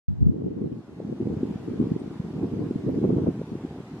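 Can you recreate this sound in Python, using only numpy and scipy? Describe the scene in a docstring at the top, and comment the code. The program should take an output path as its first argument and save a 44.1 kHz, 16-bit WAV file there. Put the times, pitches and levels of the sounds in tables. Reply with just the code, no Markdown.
"""Wind buffets the microphone: a low flutter with soft thumps, a deep rumble in the first gust
and a short rasp on the hardest puffs, all from eddies pushing on its two ports.
Behind it, wind rushes through the needles of tall pines, swelling for a second and a half,
then holding. A far bird peeps once and two dry twigs tick."""
import sys
import numpy as np
from scipy import signal
from scipy.fft import rfft, irfft, next_fast_len
from scipy.io import wavfile
from scipy.ndimage import uniform_filter1d, map_coordinates

SR = 44100
rng = np.random.default_rng(int(sys.argv[2]) if len(sys.argv) > 2 else 0)


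def wav_out(sig):
    """Save sig, one row per channel (or a flat mono array), as 16-bit PCM at SR to the path in sys.argv[1]."""
    wavfile.write(sys.argv[1], SR, np.round(np.clip(np.atleast_2d(sig).T, -1, 1) * 32767).astype(np.int16))


N = 176400


def amp(db):
    """dB to gain."""
    return 10 ** (np.asarray(db) / 20)


def unit_rms(x):
    """x at rms 1."""
    return x / np.sqrt(np.mean(x ** 2) + 1e-20)


def time_s():
    """Sample times."""
    return np.arange(N) / SR


def curve(rows):
    """Linear interpolation of (time, value) rows."""
    return np.interp(time_s(), *np.transpose(rows))


def bell(at_s, half_width_s):
    """Gaussian envelope, peak 1."""
    return np.exp(-((time_s() - at_s) / half_width_s) ** 2)


def wobble(knots_per_s):
    """Smooth random curve."""
    return map_coordinates(rng.standard_normal(4096), [time_s() * knots_per_s], mode="wrap")


def filtered(x, response):
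    """FFT filter with gain response(hz)."""
    size = next_fast_len(N + SR // 2)
    return irfft(rfft(x, size) * response(np.fft.rfftfreq(size, 1 / SR)), size)[..., :N]


def coloured(x, spectrum):
    """x shaped by (frequency, level) rows, at rms 1."""
    knots_hz, db = np.transpose(spectrum)
    return unit_rms(filtered(x, lambda hz: amp(np.interp(np.log(hz + 1), np.log(knots_hz), db))))


def white():
    """White noise."""
    return rng.standard_normal(N)


def patchy(depth_db):
    """Noise whose gain drifts in time-frequency patches."""
    bins = signal.stft(white(), nperseg=512)[2]
    field = uniform_filter1d(rng.standard_normal(bins.shape), size=3, axis=0)
    field = uniform_filter1d(field, size=12, axis=1)
    return signal.istft(bins * amp(depth_db * unit_rms(field)), nperseg=512)[1][:N]


def stereo(mid, side):
    """Mid/side to left/right."""
    return np.array([mid + side, mid - side])


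def swing(at_s, db, hz, phase_rad, half_width_cycles=0.62):
    """One short pressure swing of an eddy."""
    cycles = (time_s() - at_s) * hz
    return amp(db) * bell(at_s, half_width_cycles / hz) * np.cos(2 * np.pi * cycles + phase_rad)


def bird(at_s=2.0, pitch_hz=8460, fall_hz_per_s=5000):
    """One thin, slightly falling peep, far off to the left."""
    offset_s = time_s() - at_s
    chirp = np.sin(2 * np.pi * (pitch_hz - fall_hz_per_s * offset_s / 2) * offset_s)
    return amp(-65.5) * bell(at_s, half_width_s=0.011) * chirp * np.array([[1.6], [0.4]])


# twig ticks (time [s], level [dB])
TWIG_TICKS = [(2.525, -71), (2.906, -65)]
# tick spectrum (frequency [Hz], level [dB])
TWIG_SPECTRUM = [(2000, -30), (10000, -14), (11500, -1), (12500, 0), (13400, -9), (15000, -30)]


def twigs():
    """Dry twigs tick, half buried in the hiss."""
    bursts = sum(amp(db) * bell(at_s, half_width_s=0.0018) for at_s, db in TWIG_TICKS)
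    return bursts * coloured(white(), TWIG_SPECTRUM)


# wind in the crowns (time [s], level [dB])
CROWN_LEVEL = [(0.1, -63.5), (0.5, -62), (0.95, -57.5), (1.45, -52), (2.7, -52), (4, -52)]
# needle rush, mid and side spectra (frequency [Hz], level [dB])
NEEDLE_MID = [(25, -39), (60, -11.5), (200, -21), (500, -1.5), (830, -1.5), (1200, -8.5), (1900, -17),
              (4000, -24), (8000, -32.5), (12800, -41.5), (14000, -46), (15000, -59)]
NEEDLE_SIDE = [(30, -67), (100, -34.5), (700, -12.5), (1100, 0.5), (1600, 3.5), (3200, -1), (6000, -8.5),
               (12000, -18), (14000, -23.5), (15000, -34.5)]


def pines(side_db=-9):
    """Countless needles hiss in the crowns: a centred roar under a wide treble."""
    mid = coloured(patchy(depth_db=1.85), NEEDLE_MID)
    side = amp(side_db) * coloured(patchy(depth_db=2), NEEDLE_SIDE)
    return amp(curve(CROWN_LEVEL)) * stereo(mid, side)


# hardest puffs (time [s], level [dB])
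RASP_PUFFS = [(2.892, -46), (3.046, -37.5), (3.102, -39.5), (3.182, -39), (3.272, -37.5)]
# rasp spectrum (frequency [Hz], level [dB])
RASP_SPECTRUM = [(200, -39), (520, 0.5), (720, 1), (1100, -11.5), (1700, -29), (6000, -60)]


def rasps(mid_db=-3):
    """The hardest puffs break up at the ports with a short, brighter rasp."""
    puffs = sum(amp(db) * bell(at_s, half_width_s=0.013) for at_s, db in RASP_PUFFS)
    mid = amp(mid_db) * coloured(white(), RASP_SPECTRUM)
    side = coloured(white(), RASP_SPECTRUM)
    return puffs * stereo(mid, side)


# first gust (time [s], level [dB])
RUMBLE_LEVEL = [(0.075, -25), (0.1, -28), (0.13, -26), (0.16, -38.5), (0.2, -24.5), (0.225, -11.5),
                (0.25, -19), (0.275, -19.5), (0.3, -20), (0.33, -43.5), (0.4, -83)]
# rumble spectrum (frequency [Hz], level [dB])
RUMBLE_SPECTRUM = [(20, -16.5), (40, -6.5), (60, 0), (120, 3.5), (200, -1), (300, -15.5), (450, -29),
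                   (560, -45), (1200, -79), (3000, -110)]


def rumble(mid_db=-13.5):
    """The first gust rumbles deeply, pushing the ports mostly in antiphase."""
    mid = amp(mid_db) * coloured(white(), RUMBLE_SPECTRUM)
    side = coloured(white(), RUMBLE_SPECTRUM)
    return amp(curve(RUMBLE_LEVEL)) * stereo(mid, side)


# antiphase eddies (time [s], level [dB], pitch [Hz])
SHOVE_EDDIES = [(0.086, -14, 65.7), (0.215, -16, 130), (0.231, -12, 200), (0.269, -6.5, 150),
                (0.296, -9, 188), (0.42, -22, 400), (0.644, -23, 330), (1.127, -25, 480), (1.37, -33, 460),
                (1.926, -25, 280), (1.966, -20.5, 302), (2.6, -34, 500), (3.1, -24.5, 520),
                (3.281, -21, 330)]


def shoves():
    """Single eddies push the two ports in opposite senses."""
    side = sum(swing(at_s, db, hz, 2 * np.pi * rng.random()) for at_s, db, hz in SHOVE_EDDIES)
    return stereo(0, side)


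# eddies hitting both ports (time [s], relative level [dB], pitch [Hz])
THUMP_EDDIES = [(0.267, -21, 235), (0.422, -22.5, 318), (0.447, -22, 220), (0.569, -22, 237),
                (0.623, -25, 250), (0.642, -20, 287), (0.72, -23, 236), (1.003, -21, 423),
                (1.052, -22.5, 225), (1.1, -23.5, 273), (1.127, -19.5, 307), (1.205, -15.5, 275),
                (1.213, -15.5, 260), (1.227, -16, 266), (1.272, -21, 347), (1.301, -20, 271),
                (1.433, -10.5, 280), (1.56, -18, 194), (1.686, -17.5, 290), (1.72, -20, 266),
                (1.802, -8.5, 256), (1.814, -12, 260), (1.872, -16.5, 270), (1.92, -10.5, 223),
                (1.964, -14, 287), (2.019, -20, 280), (2.08, -21.5, 170), (2.203, -15.5, 180),
                (2.25, -22.5, 175), (2.389, -20.5, 225), (2.456, -16.5, 196), (2.539, -15.5, 253),
                (2.711, -12.5, 289), (2.761, -13, 204), (2.866, -14.5, 275), (2.892, -14.5, 386),
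                (2.989, -15.5, 290), (3.043, -10, 330), (3.051, -13, 386), (3.096, -15, 222),
                (3.107, -11, 340), (3.135, -12, 306), (3.17, -11.5, 240), (3.272, -12.5, 378),
                (3.289, -10, 300), (3.417, -18.5, 400), (3.521, -21.5, 226), (3.555, -21, 293),
                (3.64, -24, 257), (3.651, -17.5, 270), (3.805, -24.5, 251)]


def thumps(gain_db=-1.5, skew_rad=0.26):
    """Single eddies thump softly, reaching the two ports slightly out of step."""
    out = np.zeros((2, N))
    for at_s, db, hz in THUMP_EDDIES:
        phases_rad = stereo(2 * np.pi * rng.standard_normal(), skew_rad * rng.standard_normal())
        out += [swing(at_s, db + gain_db, hz, phase_rad) for phase_rad in phases_rad]
    return out


# gusts at the microphone (time [s], relative level [dB])
GUST_LEVEL = [(0.08, -52.5), (0.2, -50.5), (0.26, -33), (0.34, -30.5), (0.39, -33.5), (0.45, -27.5),
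              (0.53, -36), (0.6, -29.5), (0.65, -29.5), (0.69, -34.5), (0.77, -32), (0.83, -47),
              (0.97, -38), (1.06, -32.5), (1.13, -28.5), (1.17, -40), (1.21, -27.5), (1.37, -26),
              (1.41, -29), (1.47, -28.5), (1.555, -30.5), (1.59, -39), (1.66, -33), (1.73, -27),
              (1.77, -30), (1.83, -25), (1.89, -31), (2.0, -32.5), (2.14, -35.5), (2.23, -32.5),
              (2.29, -35.5), (2.43, -25.5), (2.52, -30.5), (2.6, -23.5), (2.69, -29), (2.83, -32),
              (2.88, -24), (2.92, -26.5), (3.08, -21), (3.17, -22), (3.21, -25), (3.28, -21.5),
              (3.33, -30.5), (3.41, -31.5), (3.47, -35.5), (3.53, -32.5), (3.61, -35.5), (3.68, -34.5),
              (3.83, -36), (3.87, -42.5), (3.93, -33.5), (4, -40)]
# port difference, side re mid (time [s], level [dB])
GUST_SIDE_LEVEL = [(0.2, 0), (0.72, 1), (0.86, -10), (2.0, -7.5), (2.28, -14.5), (2.41, -10), (3.3, -9),
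                   (3.35, -23)]
# buffeting, mid and side spectra (frequency [Hz], level [dB])
BUFFET_MID = [(25, -33), (45, -24.5), (80, -7), (120, -1), (180, 1.5), (300, -2), (440, -8.5), (485, -12.5),
              (530, -23.5), (700, -30), (1100, -47.5), (2200, -64), (5000, -110)]
BUFFET_SIDE = [(40, -32.5), (100, -17.5), (160, -1), (240, 4.5), (420, 3.5), (485, -2), (540, -13),
               (750, -19.5), (1100, -32), (2200, -59), (5000, -100)]


def buffeting(flutter_db=4.5, lump_db=1.75, gain_db=-2.5):
    """Turbulence in gusts near the ground beats on the ports: fast flutter over slower lumps."""
    flutter = np.minimum(wobble(knots_per_s=170), 1)
    lumps = np.tanh(wobble(knots_per_s=30))
    turbulence = amp(flutter_db * flutter + lump_db * lumps)
    mid = coloured(turbulence * white(), BUFFET_MID)
    side = amp(curve(GUST_SIDE_LEVEL)) * coloured(turbulence * white(), BUFFET_SIDE)
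    return amp(curve(GUST_LEVEL) + gain_db) * stereo(mid, side)


def scene():
    """The forest plus the wind on the microphone."""
    return pines() + buffeting() + rasps() + rumble() + shoves() + thumps() + twigs() + bird()


def record(dry):
    """The input opens after a moment and passes nothing above its band limit."""
    start_s, fade_s, limit_hz = 0.082, 0.004, 15100
    opening = np.clip((time_s() - start_s) / fade_s, 0, 1)
    return filtered(dry * opening, lambda hz: hz < limit_hz)


dry = scene()
out = record(dry)
wav_out(out)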